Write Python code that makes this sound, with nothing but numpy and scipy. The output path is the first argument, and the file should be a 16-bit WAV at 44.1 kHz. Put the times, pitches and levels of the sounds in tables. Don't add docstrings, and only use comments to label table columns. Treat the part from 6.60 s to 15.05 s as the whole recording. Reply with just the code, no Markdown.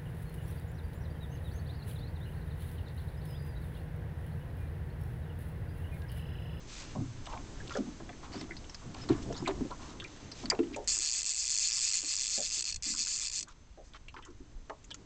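import sys
import numpy as np
from scipy import signal
from scipy.fft import rfft, irfft, next_fast_len
from scipy.io import wavfile
from scipy.ndimage import uniform_filter1d, map_coordinates

SR = 44100
rng = np.random.default_rng(int(sys.argv[2]) if len(sys.argv) > 2 else 0)


def how_loud(loudness_db):
    steps = np.asarray(loudness_db, float) / 20
    return 10 ** steps


def transcribe(signal):
    frames = np.atleast_2d(signal).T
    limited = np.clip(frames, -1, 1)
    pcm = np.round(limited * 32767).astype(np.int16)
    wavfile.write(sys.argv[1], SR, pcm)


N = 372644

# time in seconds, hull murmur in dB.
STIR = [(0, -51), (0.2, -49), (.6, -49), (.9, -46.5), (1.15, -45.5), (1.5, -51), (2.42, -49), (2.54, -44),
        (3.05, -46), (3.3, -50), (3.45, -52), (3.7, -53), (3.85, -48), (4.05, -48), (4.28, -53.5),
        (4.4, -74), (6.85, -66), (7.3, -64.5), (7.55, -65.5), (8.45, -60)]


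def unit(x):
    return x / np.sqrt(np.mean(x ** 2) + 1e-20)


def along(points, hz):
    f, v = np.transpose(points)
    return np.interp(np.log(hz + 1), np.log(f + 1), v)


def curves(rows):
    s, *cols = np.transpose(rows)
    return [np.interp(np.arange(N) / SR, s, c) for c in cols]


def wobble(rate):
    knots = rng.standard_normal(int(N * rate / SR) + 4)
    return map_coordinates(knots, [np.arange(N) * rate / SR])


def filtered(x, response):
    m = next_fast_len(N + SR // 2)
    return irfft(rfft(x, m) * response(np.fft.rfftfreq(m, 1 / SR)), m)[:N]


def noise(spectrum):
    return unit(filtered(rng.standard_normal(N), lambda hz: how_loud(along(spectrum, hz))))


def tilted(x, bright_db, split_hz):
    low = filtered(x, lambda hz: 1 / (1 + (hz / split_hz) ** 6))
    return low * how_loud(-bright_db / 2) + (x - low) * how_loud(bright_db / 2)


def patchy(x, depth_db):
    z = signal.stft(x, nperseg=128)[2]
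    field = uniform_filter1d(rng.standard_normal(z.shape), size=3, axis=0)
    field = uniform_filter1d(field, size=36, axis=1)
    return signal.istft(z * how_loud(depth_db * unit(field)), nperseg=128)[1][:N]


def add_blow(out, s, db, hz, t60, spread, draw, attack, scatter):
    share = (np.arange(len(draw))[:, None] + .5 + .4 * np.tanh(draw[:, :1])) / len(draw)
    f = np.clip(hz * 2 ** (.6 * spread * np.log(share / (1 - share))), 30, 7800)
    late = draw[:, 2:3] ** 2
    t = np.arange(int(min(t60 * 1.2, .5) * SR)) / SR
    t = np.maximum(t - scatter * late, 0)
    mode_t60 = t60 * (hz / f) ** 0.42
    level_db = 0.86 * draw[:, 1:2] - 9.4 * late - 60 * t / mode_t60
    modes = how_loud(level_db) * np.sin(2 * np.pi * f * t + draw[:, 1:2])
    wave = (modes * (1 - np.exp(-t / attack))).sum(0)
    out[round(s * SR):][:len(wave)] += how_loud(db) * wave / np.abs(wave).max()


def air():
    # frequency in Hz, level in dB per Hz.
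    wind_color = [(5, -6), (15, 0), (30, -2), (60, -6), (120, -17), (250, -28), (500, -70)]
    hull_color = [(30, -37.5), (55, -8.5), (115, -4.5), (200, -10), (300, -8), (480, -18), (900, -26),
                  (1500, -59.5), (2600, -120)]
    # time in seconds, wind level in dB.
    gusts = [(0.0, -48), (0.07, -50.5), (0.66, -46.5), (1.29, -51), (3.08, -43.5), (3.72, -62),
             (3.81, -49.5), (4.2, -50), (4.7, -58), (5.5, -55.5), (6.05, -57), (6.17, -46), (6.21, -55),
             (7.7, -53), (7.86, -52.5), (8.33, -54), (8.45, -61)]
    wind = unit(noise(wind_color) * how_loud(1.6 * wobble(9.6)))
    murmur = unit(noise(hull_color) * how_loud(3.05 * wobble(12)))
    return how_loud(curves(gusts)[0]) * wind + how_loud(curves(STIR)[0]) * murmur


def cloth():
    # frequency in Hz, level in dB per Hz.
    rustle_color = [(290, -26.5), (500, -13), (795, -7.5), (980, -2.5), (1220, -4.5), (2420, -10),
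                    (5990, -9.5), (8000, -8), (10400, -40.5), (17600, -120)]
    # start in seconds, end in seconds, level in dB, centre in Hz, spread in octaves.
    strokes = [(0.05, 0.269, -47.5, 5200, 1.9), (0.11, 0.39, -53.5, 1500, 2.2),
               (0.663, 0.81, -49, 910, 0.3), (0.68, 0.75, -56.5, 2900, 1.4),
               (1.085, 1.206, -52.5, 3000, 1.7), (1.62, 1.674, -54, 1500, 1.6),
               (1.722, 1.75, -54, 4600, .1), (1.752, 1.772, -54, 4600, .06),
               (1.778, 1.815, -54, 5300, 0.037), (1.697, 1.859, -52, 1470, 2),
               (2.345, 2.478, -53.5, 1560, 1.7), (2.408, 2.452, -54, 5150, .04),
               (2.735, 2.762, -54, 3700, 0.11), (2.755, 2.795, -48, 4400, 0.27),
               (2.772, 2.792, -52, 6800, .05), (2.785, 2.81, -52, 5100, .05), (2.73, 2.83, -52, 1000, .6),
               (2.483, 2.55, -49.5, 1800, 1), (2.53, 2.62, -53.5, 1050, .6), (3.19, 3.4, -58.5, 1070, .3),
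               (3.4, 3.75, -58.5, 2700, 1.8), (2.62, 2.642, -52.5, 5000, 0.69), (1.715, 1.79, -57, 990, .8),
               (2.84, 2.927, -47, 2000, 0.63), (3.17, 3.36, -54, 3400, 1.6), (3.733, 3.874, -50, 4520, 1.4),
               (7.562, 7.6, -58.5, 2200, 0.72), (4.124, 4.158, -50, 2700, 0.74),
               (6.87, 6.938, -60.5, 2980, 1.5), (7.227, 7.313, -64.5, 6700, 0.66),
               (7.334, 7.383, -54, 1400, 1.25)]
    usual_db, usual_stir_db, follows = -55.5, -46, 0.72
    out = how_loud(usual_db + follows * (curves(STIR)[0] - usual_stir_db)) * noise(rustle_color)
    grains = rng.standard_normal(N) * how_loud(1.8 * wobble(300))
    for s, end, db, hz, spread in strokes:
        piece = grains[round(s * SR):round(end * SR)]
        f = np.fft.rfftfreq(len(piece), 1 / SR) + 1
        band = irfft(rfft(piece) * np.exp(-(np.log2(f / hz) / spread) ** 2 / 2), len(piece))
        out[round(s * SR):][:len(piece)] += how_loud(db) * unit(band) * signal.windows.tukey(len(piece), .6)
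    return out


def grit():
    # time in seconds, peak in dB, pitch in Hz.
    snaps = [(0.657, -39, 5500), (0.669, -40, 3200), (0.71, -51, 4000), (0.742, -43, 3000),
             (0.754, -48, 3800), (0.775, -40, 2500), (1.079, -37, 4000), (1.095, -37, 3200),
             (1.109, -38, 3500), (1.121, -40, 2200), (1.124, -38, 5600), (1.13, -47, 3200),
             (1.139, -41, 5500), (1.149, -38, 5300), (1.154, -44, 3000), (1.184, -41, 2800),
             (1.72, -46, 2600), (1.7302, -46, 4700), (1.751, -47, 2500), (1.813, -40, 6500),
             (1.813, -41, 2700), (1.841, -44, 2200), (2.345, -37, 5000), (2.369, -48, 4000),
             (2.397, -48, 4000), (2.417, -46, 6500), (2.491, -37, 6500), (2.501, -43, 3200),
             (2.53, -42, 6000), (2.545, -45, 2600), (2.565, -45, 6000), (2.605, -48, 4500),
             (2.726, -36, 1600), (2.766, -44, 4800), (3.107, -48, 4500), (3.441, -37, 5000),
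             (3.479, -46, 5000), (3.9, -34, 1500), (3.909, -31, 2800), (3.95, -38, 2600),
             (4.118, -46, 1200), (4.162, -36, 1100), (7.541, -48, 3000), (7.5652, -37, 1800)]
    # time in seconds, peak in dB, pitch in Hz, t60 in seconds.
    pings = [(0.662, -47, 2900, .05), (0.76, -41, 900, .15), (1, -42, 1700, .05), (1.138, -44, 3400, 0.044),
             (1.161, -37, 1400, .06), (3.112, -34.5, 1100, 0.087), (7.588, -42, 930, 0.064),
             (7.632, -52, 1800, 0.15), (7.488, -56, 4100, 0.072), (2.515, -26.5, 360, .12),
             (2.7, -30, 500, .12), (5.776, -40.5, 360, .15), (7.175, -50, 400, .12),
             (1.157, -29.5, 527, .1), (8.1, -44, 450, .1), (7.7, -46, 304, .1)]
    out = np.zeros(N + SR)
    for (s, db, hz), d in zip(snaps, rng.standard_normal((len(snaps), 24, 3))):
        add_blow(out, s, db, hz, t60=0.016, spread=.4, draw=d, attack=.0002, scatter=0.00044)
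    for (s, db, hz, t60), d in zip(pings, rng.standard_normal((len(pings), 8, 3))):
        octaves = 110 / hz / np.log(2)
        add_blow(out, s, db, hz, t60, octaves, d, attack=.002, scatter=.002)
    return out[:N]


def ticks():
    # time in seconds, peak in dB, pitch in Hz, t60 in seconds.
    taps = [(0.352, -38, 774, 0.11), (0.671, -37.5, 925, 0.071), (0.734, -33.5, 889, .09),
            (0.774, -51, 955, 0.11), (1.105, -36.5, 1290, 0.26), (1.153, -33, 1480, 0.048),
            (1.528, -46, 1890, 0.028), (1.63, -42.5, 1020, 0.34), (1.908, -31.5, 2020, 0.075),
            (2.219, -45.5, 1140, 0.063), (2.345, -39, 913, 0.3), (2.488, -35.5, 1029, 0.27),
            (2.858, -30.5, 2395, 0.055), (2.872, -26.5, 829, 0.19), (3.104, -38, 594, .14),
            (3.192, -44, 968, 0.44), (3.42, -42, 1480, 0.092), (3.445, -35.5, 2240, 0.08),
            (3.91, -29, 2050, 0.071), (3.917, -27, 852, 0.086), (3.944, -37.5, 783, 0.17),
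            (4.143, -37, 2400, 0.047), (6.341, -43.5, 1330, 0.074), (6.466, -45, 1430, .048),
            (6.874, -46, 1262, 0.17), (7.343, -44, 1294, .11), (7.543, -38.5, 1040, 0.068),
            (7.565, -41, 1285, 0.15), (7.659, -49.5, 1145, 0.2), (8.097, -31.5, 880, 0.14)]
    # time in seconds, peak in dB, pitch in Hz, t60 in seconds, spread in octaves.
    latch = [
        (3.9007, -16.5, 4790, 0.028, 0.056),
        (3.9, -19.5, 7070, 0.038, 0.082),
    ]
    # time in seconds, peak in dB, pitch in Hz.
    dry_ticks = [(0.6573, -46, 2720), (0.7264, -43, 2590), (1.0742, -41, 3940), (1.136, -45, 3280),
                 (1.17, -35, 5770), (1.2944, -54, 6100), (1.4945, -59, 3070), (1.8096, -39.5, 4420),
                 (2.042, -46, 3100), (2.145, -35.5, 5150), (2.346, -44, 2580), (2.623, -47.5, 2700),
                 (2.726, -40.5, 5770), (2.875, -29, 3700), (3.8564, -32.5, 4200), (3.9904, -36.5, 2590),
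                 (4.032, -44.5, 2920), (4.0716, -50, 2880), (4.161, -34.5, 6910), (4.242, -47, 7440),
                 (6.8832, -45, 7200), (7.3352, -46, 3734), (7.542, -51.5, 5120), (7.573, -50, 2910),
                 (7.7034, -54, 5500), (8.097, -37.5, 1920), (8.306, -38, 4340), (2.876, -35.5, 7500),
                 (3.108, -46, 3680), (8.343, -33, 6450)]
    # time in seconds, peak in dB, pitch in Hz, t60 in seconds.
    clinks = [(0.6662, -39, 3620, 0.048), (1.967, -39.5, 4630, 0.06), (2.095, -38.5, 5550, .062),
              (2.488, -36, 3990, 0.055), (3.3993, -34.5, 3280, .088), (3.716, -36.5, 4800, 0.064),
              (3.9, -26, 5300, .057), (7.4831, -41.5, 2710, 0.071), (7.624, -46.5, 2960, .12),
              (7.65, -44.5, 6600, 0.071), (8.2424, -46.5, 7070, 0.049), (8.312, -34, 3270, 0.075)]
    tick_t60_s, tick_octaves, clink_octaves, crack_db = 0.042, 0.15, .12, -3.5
    out = np.zeros(N + SR)
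    for (s, db, hz, t60), d in zip(taps, rng.standard_normal((len(taps), 30, 3))):
        octaves = 200 / hz / np.log(2)
        add_blow(out, s, db, hz, t60, octaves, d, attack=0.00045, scatter=0.00531)
    for row, d in zip(latch, rng.standard_normal((len(latch), 12, 3))):
        add_blow(out, *row, d, attack=0.00027, scatter=0.0001)
    bright = [(*row, tick_t60_s, tick_octaves) for row in dry_ticks]
    bright += [(*row, clink_octaves) for row in clinks]
    for (s, db, hz, t60, spread), d in zip(bright, rng.standard_normal((len(bright), 2, 40, 3))):
        add_blow(out, s, db, hz, t60, spread, d[0], attack=0.0001, scatter=.001)
        add_blow(out, s, db + crack_db, 3500, .025, .9, d[1], attack=0.00043, scatter=0.000993)
    return out[:N]


def knocks():
    # time in seconds, peak in dB, pitch in Hz, t60 in seconds.
    thuds = [(0.4, -30, 259, 0.2), (1.184, -24, 240, 0.21), (2.258, -35.5, 155, 0.23),
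             (2.497, -14.5, 310, 0.082), (2.8, -31.5, 173, 0.16), (3.007, -25.5, 295, 0.08),
             (3.051, -30.5, 340, 0.055), (3.397, -44.5, 330, 0.26), (3.989, -17.5, 340, 0.1),
             (4.032, -28, 300, .15), (6.255, -41.5, 236, 0.58), (7.173, -44.5, 590, 0.16),
             (1.151, -25, 560, 0.12), (0.38, -28.5, 115, 0.5), (2.505, -25, 125, 0.17),
             (7.8, -43.5, 283, 0.1), (7.55, -47.5, 390, 0.27), (7.949, -37, 22, 0.19),
             (5.969, -53.5, 380, 0.16), (5.78, -45, 200, 0.16), (3.828, -40, 300, 0.18),
             (4.16, -31.5, 640, 0.21), (5.773, -36, 600, .09), (5.795, -37, 580, 0.096),
             (4.1, -36, 300, 0.26), (4.19, -39, 430, .15)]
    # time in seconds, peak in dB, pitch in Hz, relative rap in dB.
    hard_knocks = [(0.357, -30, 214.5, -7.5), (0.794, -44, 174, -7), (0.968, -50, 156, -9),
                   (1.269, -33.5, 222, -13), (1.401, -44, 332, 2.5), (1.492, -39.5, 718, 1.5),
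                   (1.743, -33, 259.3, -5), (1.812, -37, 280, -2), (1.89, -41.5, 290, -4),
                   (2.527, -32, 297.5, -12), (2.578, -36.5, 278, -8), (2.821, -31, 290.6, -7.5),
                   (2.877, -26, 358, 1), (3.836, -34.5, 261, -5.5), (3.919, -28.5, 487, -5),
                   (4.366, -52, 358, 4), (5.431, -49, 295, 1), (7.674, -46.5, 393, -8),
                   (8.097, -46, 506, 8)]
    thud_rap_db, ring_cycles = -15.5, 51.6
    out = np.zeros(N + SR)
    blows = [(*row, thud_rap_db) for row in thuds]
    blows += [(s, db, hz, ring_cycles / hz, rap_db) for s, db, hz, rap_db in hard_knocks]
    for (s, db, hz, t60, rap_db), d in zip(blows, rng.standard_normal((len(blows), 2, 14, 3))):
        add_blow(out, s, db, hz, t60, .24, d[0], attack=.011, scatter=.004)
        add_blow(out, s, db + rap_db, 2.7 * hz, 0.61 * t60, .5, d[1], attack=0.00036, scatter=0.0018)
    return out[:N]


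def teeth(pushes):
    u = np.linspace(0, 1, 400)
    times = [[pushes[-1][0]]]
    for (s, slack, count), (end, next_slack, _) in zip(pushes, pushes[1:]):
        base = np.cumsum(slack + (next_slack - slack) * u) * (end - s) / len(u)
        push = np.cumsum(np.sin(np.pi * u) ** 2)
        passed = base + (count - base[-1]) * push / push[-1]
        times.append(np.interp(np.arange(count), passed, s + (end - s) * u))
    return np.sort(np.concatenate(times))


def reel():
    # slack time in seconds, teeth per second there, teeth passed until the next slack.
    hand_pushes = [
        [(4.276, 170, 19), (4.378, 95, 18), (4.515, 110, 20), (4.631, 70, 15), (4.746, 105, 22),
         (4.879, 110, 13), (4.976, 90, 24), (5.111, 105, 13), (5.2, 110, 23), (5.314, 85, 14), (5.418, 85, 24),
         (5.566, 90, 13), (5.679, 95, 23), (5.805, 85, 13), (5.902, 100, 24), (6.024, 45, 12), (6.144, 45, 1),
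         (6.161, 60, 0)],
        [(6.225, 110, 22), (6.35, 70, 13), (6.45, 80, 22), (6.588, 100, 13), (6.699, 50, 17), (6.828, 40, 0)],
    ]
    # time in seconds, level in dB.
    grips = [
        [(4.28, -30), (4.34, -33.5), (4.385, -34), (4.42, -31.5), (4.5, -34.5), (4.56, -33.5), (4.63, -35),
         (4.68, -32.5), (4.75, -38), (4.8, -35), (4.96, -32.5), (5.1, -33), (5.25, -32.5), (5.36, -32),
         (5.44, -37.5), (5.48, -35), (5.75, -34.5), (5.88, -37), (5.98, -35.5), (6.16, -37.5)],
        [(6.23, -40), (6.27, -38), (6.34, -39.5), (6.42, -35.5), (6.46, -39), (6.52, -37.5), (6.6, -38.5),
         (6.65, -37), (6.72, -40.5), (6.78, -39), (6.83, -40)],
    ]
    # frequency in Hz, level in dB per Hz.
    frame = [(530, -38.5), (900, -31.5), (1160, -22), (1520, -26.5), (2600, -13), (2930, -15.5),
             (3850, -14), (4420, -9), (5400, -5.5), (7230, 3.5), (8000, 3), (10400, -40.5), (17600, -120)]
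    # frequency in Hz, width in Hz, level in dB.
    spool = [(2430, 70, -5), (2620, 68, 2.5), (3470, 45, 4), (4330, 59, 8.5), (1725, 61, 0),
             (2060, 64, -4.5), (4800, 510, 1.5)]
    # time in seconds, share.
    shimmer = [(4.27, .15), (5.4, .18), (6.16, .2), (6.22, .32), (6.85, .32)]
    # time in seconds, brightness in dB.
    brightness = [(4.28, -0.5), (4.4, -0.5), (4.52, -0.5), (4.62, -1.5), (4.76, 1), (4.97, 1), (5.06, -1.5),
                  (5.36, -3), (5.44, -1), (5.5, -4.5), (5.76, -1), (5.88, -3.5), (6.1, -3.5), (6.26, -4),
                  (6.45, -3.5), (6.65, -4), (6.75, -2), (6.83, -2.5)]
    full_bend, slow_bend, creep_loss_db = 1.15, 0.65, 1.5
    strikes, quick, slow = np.zeros((3, N))
    for pushes, grip in zip(hand_pushes, grips):
        s = teeth(pushes)
        draw = rng.standard_normal((len(s), 6))
        gap = 150 * np.gradient(s)
        drag = np.clip(gap - 1.5, 0, 1)
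        size = how_loud(np.interp(s, *np.transpose(grip)) + 7.0 + 0.19 * draw[:, 2])
        size = size * np.minimum(gap, full_bend) ** slow_bend * how_loud(-creep_loss_db * drag)
        at = np.round((s - .0016 + .00015 * draw[:, 0]) * SR).astype(int)
        clean = np.minimum(gap, 1.2) ** 0.22
        strike_at = at + 70 + np.round(7 * draw[:, 3]).astype(int)
        strike_gain = how_loud(11.5 + 2.5 * np.tanh(.8 * draw[:, 1]))
        strikes[strike_at] = size * clean * strike_gain * np.sign(draw[:, 0])
        quick[at], slow[at] = size * (1 - drag), size * drag
        rebound_at = at + np.round(130 + 25 * draw[:, 4]).astype(int)
        quick[rebound_at] += size * how_loud(-13 + 2 * draw[:, 5])
    t = np.arange(SR // 20) / SR

    def burst(width):
        return np.exp(-((t - .0016) / np.where(t < .0016, .0008, width)) ** 2)

    gate = signal.fftconvolve(quick, burst(.0012))[:N] + signal.fftconvolve(slow, burst(.0035))[:N]
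    buzz = signal.fftconvolve(quick + slow, np.exp(-t / .009))[:N]
    gate = gate + curves(shimmer)[0] * buzz
    clicks = filtered(strikes + gate * rng.standard_normal(N), lambda f: how_loud(along(frame, f)))
    for hz, width, db in spool:
        facing = how_loud(db + 2 * wobble(40) + .7 * wobble(9))
        clicks = clicks + filtered(clicks * facing, lambda f: 1j * f * width / (hz * hz - f * f + 1j * f * width))
    clicks = tilted(how_loud(4.1) * clicks, curves(brightness)[0] + 1.5 * wobble(60), split_hz=5600)
    return patchy(clicks, depth_db=1.2)


def scene():
    background = air() + cloth()
    hits = grit() + ticks() + knocks() + reel()
    echo = how_loud(-15) * np.roll(hits, 130)
    return (background + hits + echo)[None]


def low_pass(x):
    return signal.sosfilt(signal.butter(12, 9100, fs=SR, output="sos"), x)


def record(dry):
    # time in seconds, gain in dB.
    gain = [(0, -3.5), (2.5, -4.5), (2.55, -8.5), (3.8, 0.5), (3.95, -18), (4.3, -2.5), (5, -10),
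            (6.85, -11), (8.45, -13)]
    # frequency in Hz, level in dB per Hz.
    hiss_color = [(59, -36.5), (100, -7.5), (220, -46.5), (259, -3), (348, -14.5), (410, -7), (3640, -17),
                  (6420, -26.5), (8000, -47.5), (10400, -72), (17600, -120)]
    # frequency in Hz, gain in dB.
    playback = [(7000, -0.5), (8000, -4.5), (8500, -17), (9000, -36), (9400, -77), (10500, -120)]
    hiss_db, whine_hz, whine_db = -58.5, 6210, -67.5
    fold_hz, null_hz = 8000, 7870
    t = np.arange(N) / SR
    whine = how_loud(whine_db + 5 + 1.2 * wobble(34)) * np.sin(2 * np.pi * whine_hz * t + 1.2 * wobble(5))
    x = dry[0] + how_loud(curves(gain)[0]) * (how_loud(hiss_db) * noise(hiss_color) + whine)

    def before_sampling(hz):
        edge = np.sqrt(.5 - .5 * np.tanh((hz - fold_hz) / 30))
        return edge * (null_hz - hz) / (null_hz - hz + 45j)

    x = filtered(x, before_sampling)
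    images = 1 + 2 * np.cos(2 * np.pi * 2 * fold_hz * t)
    x = filtered(x * images, lambda hz: how_loud(along(playback, hz)))
    return low_pass(x[None])


dry = scene()
out = record(dry)
transcribe(out)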